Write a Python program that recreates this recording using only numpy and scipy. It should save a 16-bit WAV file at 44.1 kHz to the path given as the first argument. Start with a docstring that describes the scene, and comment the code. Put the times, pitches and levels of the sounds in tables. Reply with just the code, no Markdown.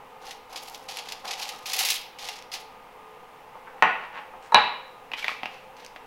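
"""A fan hums in a fairly live kitchen throughout: filtered noise and wavering tones.
First a silicone brush spreads melted butter over foil on a baking sheet. Grainy noise makes the wet
hiss, short bursts make the crackling creases, and resonant filters make the sheet hum.
Then the butter glass shifts and is set on the counter, and the brush is dropped into it: thuds and ringing modes.
Last, a hand rustles and clicks at a dish beside it, and a few late foil creases settle."""
import sys
import numpy as np
from scipy import signal
from scipy.fft import rfft, irfft
from scipy.io import wavfile

SR = 44100
rng = np.random.default_rng(int(sys.argv[2]) if len(sys.argv) > 2 else 0)


def unload_audio(sound):
    """Save the sound as a 16-bit wav file, at the path given as the first command line argument."""
    columns = np.transpose(np.atleast_2d(sound))
    # keep every value between -1 and 1, then stretch to whole-number steps
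    steps = np.round(np.clip(columns, -1, 1) * 32767)
    wavfile.write(sys.argv[1], SR, steps.astype(np.int16))


N = 267246  # length in samples
TIME = np.arange(N) / SR
EDGE_HZ = 15900  # the final treble limit

# Table levels are relative; some sources add a further level setting.

# Steady air noise of the fan: pitch_hz, level_db (per Hz)
AIR_SPECTRUM = [(25, -4.5), (55, -17.5), (90, -14.5), (130, -11.5), (200, -11), (340, -13), (680, -12),
                (950, -5.5), (1280, -8.5), (1450, -12), (2700, -13.5), (4000, -24.5), (7500, -32),
                (16000, -32)]
AIR_DB = -46
# Resonances of the fan duct: pitch_hz, width_hz, boost_db
FAN_DUCT = [(435.3, 12, 12.5), (490, 81, 12), (797, 280, 10.5)]
# Motor tones of the fan: pitch_hz, level_db
FAN_TONES = [(263.8, -71), (522.2, -62.5), (608.3, -74.5), (872.1, -60.5), (985.1, -68), (1044, -66),
             (1227, -58.5), (2110, -72.5)]
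# How long the kitchen echoes: pitch_hz, time_to_fall_60_db_s
ROOM_DECAY = [(100, 0.34), (400, 0.5), (1000, 0.55), (2500, 0.58), (4000, 0.55), (8000, 0.29), (16000, 0.6)]

# The hand rubbing at the dish: start_s, swell_s, fade_s, level_db
DISH_RUBS = [(5.159, 0.027, 0.097, -35), (5.215, 0.092, 0.13, -40.5), (5.42, 0.12, 0.2, -52.5),
             (5.765, 0.036, 0.16, -49.5)]
# Sound of fingers rubbing: pitch_hz, level_db (per Hz)
RUB_SPECTRUM = [(200, -34), (900, -8), (1600, -2.5), (2400, 1.5), (3500, -1.5), (6000, -10), (8500, -22.5),
                (12000, -19.5), (16000, -40)]
# Light clicks at the dish: start_s, level_db, pitch_hz, decay_s, dull_bump_db (relative to the click)
DISH_CLICKS = [(5.1172, -22, 2630, 0.0009, -12), (5.1355, -17, 2980, 0.00066, -12),
               (5.1385, -19.5, 2510, 0.0016, -13), (5.227, -23, 2330, 0.0035, -33.5),
               (5.244, -11.5, 2080, 0.00064, -25), (5.266, -25, 2360, 0.0023, -33),
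               (5.2817, -9.5, 2360, 0.00088, -25), (5.292, -18, 1230, 0.0012, -19),
               (5.316, -20.5, 2250, 0.00059, -9), (5.4328, -18.5, 2600, 0.00029, -3),
               (5.4574, -17, 2720, 0.00045, -8), (5.9616, -25, 2240, 0.00029, -8.5)]
# Sound of one tick: pitch_hz, level_db (per Hz)
CLICK_SPECTRUM = [(60, -51), (400, -8), (900, 10), (1500, 5.5), (2400, 11.5), (3600, 5.5), (5000, -4),
                  (8000, -22), (16000, -24)]

# The glass shifting on the counter: start_s, level_db, length_s, brightness_hz
SCUFFS = [(3.54, -45.5, 0.038, 960), (3.665, -44, 0.026, 1780), (3.763, -50.5, 0.036, 1800),
          (3.977, -44.5, 0.1, 3020), (4.121, -40.5, 0.09, 3020), (4.324, -47, 0.041, 990),
          (4.406, -54.5, 0.094, 9000)]
# Knocks of the glass: start_s, level_db, contact_hardness_hz, thud_db, weight_below_700_hz_db,
# counter_ring_db, glass_ring_db
KNOCKS = [(3.824, -6, 3400, -2, 4.5, 0.5, -47), (4.5214, -15.5, 1270, 0.5, -20.5, -30, 3),
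          (4.545, -4.5, 3860, 0, -5, -12.5, 1)]
# Glass base on the counter: pitch_hz, level_db (per Hz)
THUD_SPECTRUM = [(40, -86.5), (100, -33), (180, -12.5), (280, -19.5), (420, -8.5), (600, -6.5), (950, 1.5),
                 (1450, -1.5), (1900, -2), (2600, -3.5), (3500, -10.5), (5000, -12.5), (8000, -13),
                 (16000, -32)]
# Modes of the counter under the glass: pitch_hz, level_db, time_to_fall_60_db_s
COUNTER_MODES = [(290, -28, .2), (459, -29, .25), (760, -18, .15), (880, -14, .18), (968, -12, .15),
                 (1057, -21, .18), (1258, -18, .18), (1466, -10, .11), (1650, -21, .22), (1901, -24, .25),
                 (2020, -24, .25), (2507, -24, .28), (2622, -23, .28), (4580, -25, .22), (5945, -20, .22)]
# Modes of the glass with the brush in it: pitch_hz, level_db, time_to_fall_60_db_s
GLASS_MODES = [(458, -26, .25), (848, -8, .18), (945, -20, .16), (960, -7, .035), (1693, -15, .14),
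               (2403, -19, .2), (2621, -19, .2), (2914, -17, .2), (3811, -19, .36), (3903, -16, .36),
               (3978, -19, .36), (3860, -1, .04), (4010, -1, .04)]

# Brush strokes: start_s, swell_s, fade_s, friction_db, sheet_ring_db, butter_fizz_db
STROKES = [(0.201, 0.11, 0.067, -42.5, -42, -53), (0.49, 0.077, 0.06, -42, -39, -53),
           (0.55, 0.11, 0.4, -47.5, -46.5, -50.5), (0.878, 0.0087, 0.14, -35, -42, -51),
           (0.92, 0.072, 0.048, -35.5, -38, -60), (1.02, 0.054, 0.27, -42.5, -43, -65),
           (1.238, 0.068, 0.12, -32.5, -35, -62), (1.368, 0.044, 0.23, -32, -39, -48),
           (1.653, 0.17, 0.091, -26, -36, -32.5), (1.84, 0.079, 0.095, -24, -44.5, -34),
           (2.177, 0.11, 0.14, -35.5, -41, -56), (2.515, 0.017, 0.12, -34.5, -42.5, -46.5)]
# Foil under the bristles: pitch_hz, level_db (per Hz)
FOIL_SPECTRUM = [(150, -42), (500, -41), (1000, -9), (1500, -11.5), (2000, -1.5), (2500, 2), (3900, 1.5),
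                 (5000, 1), (6500, -4), (8200, -13), (11500, -13.5), (14000, -21.5), (16000, -54)]
# Fizzing butter: pitch_hz, level_db (per Hz)
FIZZ_SPECTRUM = [(2000, -41), (6000, -2.5), (8500, -8), (11500, -3.5), (13500, -8), (15000, -15),
                 (16000, -4.5)]
# Resonances of the baking sheet: pitch_hz, width_hz, level_db
SHEET_MODES = [(780, 81, 4.5), (830, 49, -7), (1130, 860, -2), (540, 92, -6)]
# Largest creases giving way, under the brush or settling later: start_s, level_db, energy_decay_s
LARGE_CREASES = [(0.2676, -36.5, 0.0043), (0.309, -30.5, 0.0048), (0.5594, -29.5, 0.011),
                 (0.7463, -31.5, 0.0036), (0.971, -24, 0.0014), (0.9874, -29, 0.0019),
                 (1.087, -28.5, 0.0039), (1.1218, -24, 0.0028), (1.3082, -39, 0.0039),
                 (1.4907, -24.5, 0.0036), (1.658, -28, 0.0093), (1.699, -24.5, 0.003),
                 (1.7335, -20, 0.0054), (1.79, -19, 0.011), (1.85, -20.5, 0.01), (1.9036, -18.5, 0.0052),
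                 (2.187, -34, 0.0095), (2.288, -23, 0.00087), (2.389, -33.5, 0.0012),
                 (2.4243, -32, 0.00067), (2.5176, -32.5, 0.011), (2.539, -26.5, 0.0064),
                 (5.767, -46, 0.0048), (5.8477, -34.5, 0.0015), (5.8637, -27, 0.00036)]
# The sheet rocking under the brush: start_s, level_db, energy_decay_s
SHEET_BUMPS = [(1.247, -36.5, 0.014), (1.535, -39.5, 0.0091)]
# Sound of one rock of the sheet: pitch_hz, level_db (per Hz)
BUMP_SPECTRUM = [(70, -37), (170, -12), (600, -8), (800, 2), (1300, -1), (2000, -14), (6000, -27)]

SHEET_FOLLOWS, FIZZ_FOLLOWS = 0.63, 0.72  # dB gained for each dB of brush pressure
# Small creases: how many, level relative to the friction, its spread, and energy decay
CREASES_PER_S, CREASE_DB, CREASE_SPREAD_DB, CREASE_S = 43, 0.5, 0.5, 0.0028
# Butter pops with a large crease: POP_DB relative to a crease of POP_AT_DB, POP_GROWS dB per dB of crease
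POP_DB, POP_AT_DB, POP_GROWS = -6.5, -20.5, 2.73
SWELL_DB, FADE_DB = 15, 26.5  # pressure builds from the touch and eases until the lift
TOUCH_S, LIFT_S = 0.01, 0.015  # a gesture takes a moment to land and to leave


def amp(db):
    """Turns decibels into gain."""
    return 10 ** (np.asarray(db) / 20)


def unit(x):
    """Scales a sound to an average (rms) strength of 1."""
    return x / np.sqrt(np.mean(x ** 2) + 1e-20)


def read(points, hz):
    """Reads a table between its points, on a log-frequency axis."""
    point_hz, value = np.transpose(points)
    return np.interp(np.log(hz + 1), np.log(point_hz + 1), value)


def add(mix, start_s, sound):
    """Mixes a sound in at its start time."""
    part = mix[round(start_s * SR):][:len(sound)]
    part += sound[:len(part)]


def impulse(points, size=2048):
    """Makes a short response of energy 1 that starts at once and has the given spectrum."""
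    hz = abs(np.fft.fftfreq(size, 1 / SR))
    log_gain = np.log(amp(read(points, hz)))
    # the Hilbert transform supplies the phase that puts the energy early
    spectrum = np.exp(np.conj(signal.hilbert(log_gain)))
    response = np.fft.ifft(spectrum).real[:size // 2]
    return response / np.linalg.norm(response)


def colour(x, points):
    """Filters a sound with the spectrum of a table."""
    return signal.oaconvolve(x, impulse(points))[:len(x)]


def lowpass(x, hz, order=2):
    """Softens what lies above a frequency."""
    return signal.sosfilt(signal.butter(order, min(hz, .45 * SR), fs=SR, output="sos"), x)


def wander(hz):
    """Makes slow random motion of rms 1, mostly below the given rate."""
    rate_hz = np.fft.rfftfreq(N, 1 / SR)
    return unit(irfft(rfft(rng.standard_normal(N)) / (1 + (rate_hz / hz) ** 4), N))


def grains(per_s, spread_db):
    """Makes random tiny snaps of uneven size, rms 1."""
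    size = amp(spread_db * np.minimum(rng.exponential(1, N), 4))
    sign = rng.choice([-1, 1], N)
    happens = rng.random(N) < per_s / SR
    return unit(size * sign * happens)


def bursts(rows, points, snap):
    """Makes each event a snap followed by a quickly dying flurry of noise."""
    out, t = np.zeros(N), np.arange(4096) / SR
    noise, body = rng.standard_normal(N + len(t)), impulse(points)
    for start_s, level_db, decay_s in rows:
        fall = np.exp(-t / (2 * max(decay_s, 1e-4)))  # energy falls twice as fast as this
        flurry = noise[round(start_s * SR):][:len(t)] * fall
        flurry[0] = snap
        sound = signal.fftconvolve(flurry, body)
        sound *= np.sqrt(abs(decay_s) * SR) / np.linalg.norm(sound)
        add(out, start_s, amp(level_db) * sound)
    return out


def ringing(modes, t):
    """Sums damped modes that start together, each with a random sign."""
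    return sum(amp(level_db - 60 * t / t60_s) * np.sin(2 * np.pi * hz * t) * rng.choice([-1, 1])
               for hz, level_db, t60_s in modes)


def clack(t, hz, decay_s):
    """Makes a few cycles inside a quick swell and fall whose top is 1."""
    envelope = t / decay_s * np.exp(1 - t / decay_s)
    return envelope * np.sin(2 * np.pi * hz * t)


def pressure(start_s, swell_s, fade_s):
    """Shapes one wiping gesture: touch down, press harder, ease off, lift."""
    t = TIME - start_s
    rise_db = -SWELL_DB * np.clip(1 - t / swell_s, 0, 1)
    ease_db = -FADE_DB * np.clip((t - swell_s) / fade_s, 0, 1)
    touch = np.clip(t / TOUCH_S, 0, 1)
    lift = np.clip(1 + (swell_s + fade_s - t) / LIFT_S, 0, 1)
    return amp(rise_db + ease_db) * touch * lift


def fan(air_db=-2.5, tones_db=-1, waver=0.55):
    """Passes air noise through duct resonances and adds wavering motor tones."""
    hz = np.fft.rfftfreq(N, 1 / SR)
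    duct_db = sum(db / (1 + (2 * (hz - centre_hz) / width_hz) ** 2) for centre_hz, width_hz, db in FAN_DUCT)
    shape = amp(read(AIR_SPECTRUM, hz) + duct_db)
    air = unit(irfft(rfft(rng.standard_normal(N)) * shape, N))
    tones = np.zeros(N)
    for tone_hz, level_db in FAN_TONES:
        strength = amp(level_db) * np.sqrt(2) * (1 + waver * wander(hz=4.2))
        tones += strength * np.sin(2 * np.pi * tone_hz * TIME + 0.19 * wander(hz=14.0))
    return amp(AIR_DB + air_db) * air + amp(tones_db) * tones


def kitchen(x, early_db=5, early_s=0.019):
    """Adds sparse reflections, strong early ones from counter and cupboards, then a tail dying band by band."""
    taps = np.zeros(SR)
    at = np.arange(220, SR - 16, 16)  # one reflection in each 16 samples
    taps[at + rng.integers(0, 16, len(at))] = rng.choice([-1., 1.], len(at))
    hz, t, bands = signal.stft(taps, SR, nperseg=256)
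    fall_db = -60 * t / read(ROOM_DECAY, hz)[:, None]
    boost_db = early_db * np.exp(-t / early_s)
    tail = signal.istft(bands * amp(fall_db + boost_db), SR)[1]
    return signal.fftconvolve(x, tail / np.linalg.norm(tail))[:N]


def dish(tick=0.7, tone=0.5, bump_hz=820, bump_s=0.0011, counter_hz=280, counter_s=0.0019,
         chatter_db=-14, chatter_s=0.0056):
    """Rubs fingers at a dish; each tap is a chattering tick, a pitched clack and a dull bump on the counter."""
    rubbing = sum(amp(level_db) * pressure(start_s, swell_s, fade_s)
                  for start_s, swell_s, fade_s, level_db in DISH_RUBS)
    out = unit(colour(grains(per_s=2300, spread_db=1.0), RUB_SPECTRUM)) * rubbing
    peak = abs(impulse(CLICK_SPECTRUM)).max()
    t = np.arange(1024) / SR
    bump = clack(t, bump_hz, bump_s) + 0.17 * clack(t, counter_hz, counter_s)
    for start_s, level_db, hz, decay_s, bump_db in DISH_CLICKS:
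        contact = amp(chatter_db) * rng.standard_normal(len(t)) * np.exp(-t / chatter_s) / 2
        contact[0] = 1
        click = tick * colour(contact, CLICK_SPECTRUM) / peak
        tap = click + tone * clack(t, hz, decay_s) + amp(bump_db) * bump
        add(out, start_s, amp(level_db) * tap)
    return out


def scuffs():
    """Makes the base of the glass catch and slip on the counter as short stretches of grainy noise."""
    out = np.zeros(N)
    slips = colour(grains(per_s=1200, spread_db=4.5), THUD_SPECTRUM)
    for start_s, level_db, length_s, bright_hz in SCUFFS:
        rub = lowpass(slips, bright_hz, order=3)[round(start_s * SR):][:int(length_s * SR)]
        add(out, start_s, amp(level_db) * unit(rub) * signal.windows.tukey(len(rub), .5))
    return out


def glass(thud_s=0.0036, rattle_db=-14, rattle_s=0.058, leak_db=-26):
    """Makes short thuds with a rattle of the contents and, apart from them, the ring of counter and glass wall."""
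    thuds, rings, t = np.zeros(N), np.zeros(N), np.arange(SR) / SR
    for start_s, level_db, hard_hz, thud_db, weight_db, counter_db, glass_db in KNOCKS:
        fall = np.exp(-t / thud_s) + amp(rattle_db) * np.exp(-t / rattle_s)
        contact = rng.standard_normal(SR) * fall
        contact[0] += 9  # the first hit
        thud = colour(contact, THUD_SPECTRUM)
        thud *= amp(thud_db) * np.sqrt(thud_s * SR) / np.linalg.norm(thud)
        thud = thud + (amp(weight_db) - 1) * lowpass(thud, 700, order=1)
        ring = amp(counter_db) * ringing(COUNTER_MODES, t) + amp(glass_db) * ringing(GLASS_MODES, t)
        for mix, blow in (thuds, thud), (rings, ring):
            # a softer contact excites little above its hardness
            softened = lowpass(blow, hard_hz, order=6) + amp(leak_db) * blow
            add(mix, start_s, amp(level_db) * softened)
    return thuds, rings


def creases(friction):
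    """Lets small creases give way at random under the brush, louder where it rubs harder."""
    chance, size = rng.random(N), rng.standard_normal(N)
    at = np.flatnonzero((chance < CREASES_PER_S / SR) & (friction > 0))
    spread_db = CREASE_SPREAD_DB * np.clip(size[at], -2, 2)
    level_db = 20 * np.log10(friction[at]) + CREASE_DB + spread_db
    return zip(TIME[at], level_db, np.full(len(at), CREASE_S))


def brush(hiss_db=-2.5, fizz_db=0, crinkle_db=-4.0, sheet_db=-3):
    """Flicks bristles over the creases; the foil crackles and drives the sheet under it."""
    friction, ring, squeeze = np.zeros((3, N))
    for start_s, swell_s, fade_s, friction_db, ring_db, butter_db in STROKES:
        press = pressure(start_s, swell_s, fade_s)
        # overlapping strokes add as energy
        friction = np.hypot(friction, amp(friction_db) * press)
        ring = np.hypot(ring, amp(ring_db) * press ** SHEET_FOLLOWS)
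        squeeze = np.hypot(squeeze, amp(butter_db) * press ** FIZZ_FOLLOWS)

    catch = amp(3.6 * wander(hz=70))  # the bristles catch and let go in clumps
    flicks = grains(per_s=4000, spread_db=4) * catch
    hiss = unit(colour(flicks, FOIL_SPECTRUM)) * amp(hiss_db) * friction

    # tiny films of butter burst between the bristles
    films = grains(per_s=1800, spread_db=5) * catch
    fizz = unit(colour(films, FIZZ_SPECTRUM)) * amp(fizz_db) * squeeze

    push = grains(per_s=700, spread_db=4)
    sheet = np.zeros(N)
    for hz, width_hz, level_db in SHEET_MODES:
        sheet += amp(level_db) * unit(signal.lfilter(*signal.iirpeak(hz, hz / width_hz, SR), push))
    no_bass = sheet - lowpass(sheet, 750, order=1)
    sheet = unit(lowpass(no_bass, hz=1440)) * amp(sheet_db) * ring

    large = amp(crinkle_db) * bursts(LARGE_CREASES, FOIL_SPECTRUM, snap=5)
    small = bursts(creases(friction), FOIL_SPECTRUM, snap=1.9)
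    pops = [(start_s, POP_AT_DB + POP_DB + POP_GROWS * (level_db - POP_AT_DB), decay_s)
            for start_s, level_db, decay_s in LARGE_CREASES]
    fizz = fizz + bursts(pops, FIZZ_SPECTRUM, snap=1)
    rocking = bursts(SHEET_BUMPS, BUMP_SPECTRUM, snap=3)
    return hiss + fizz + sheet + large + small + rocking


def scene(foil_wet_db=-6, thud_wet_db=-1, ring_wet_db=-4, dish_wet_db=-6, absorb_hz=9000):
    """Places the glass farther off, so it wakes the room more; the dish is as near as the tray."""
    thuds, rings = glass()
    foil, thuds, hand = brush(), thuds + scuffs(), dish()
    send = amp(foil_wet_db) * foil + amp(thud_wet_db) * thuds
    send = send + amp(ring_wet_db) * rings + amp(dish_wet_db) * hand
    echo = kitchen(lowpass(send, absorb_hz, order=1))  # walls and air swallow the highest treble
    return (foil + thuds + rings + hand + echo + fan())[None]


def record(dry):
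    """Rounds off peaks that near full level, then cuts the treble above the band limit."""
    clipped = dry / (1 + dry ** 8) ** (1 / 8)
    band_limit = signal.firwin(511, EDGE_HZ, window=("kaiser", 9), fs=SR)
    return signal.oaconvolve(clipped, band_limit[None], "same")


dry = scene()
out = record(dry)
unload_audio(out)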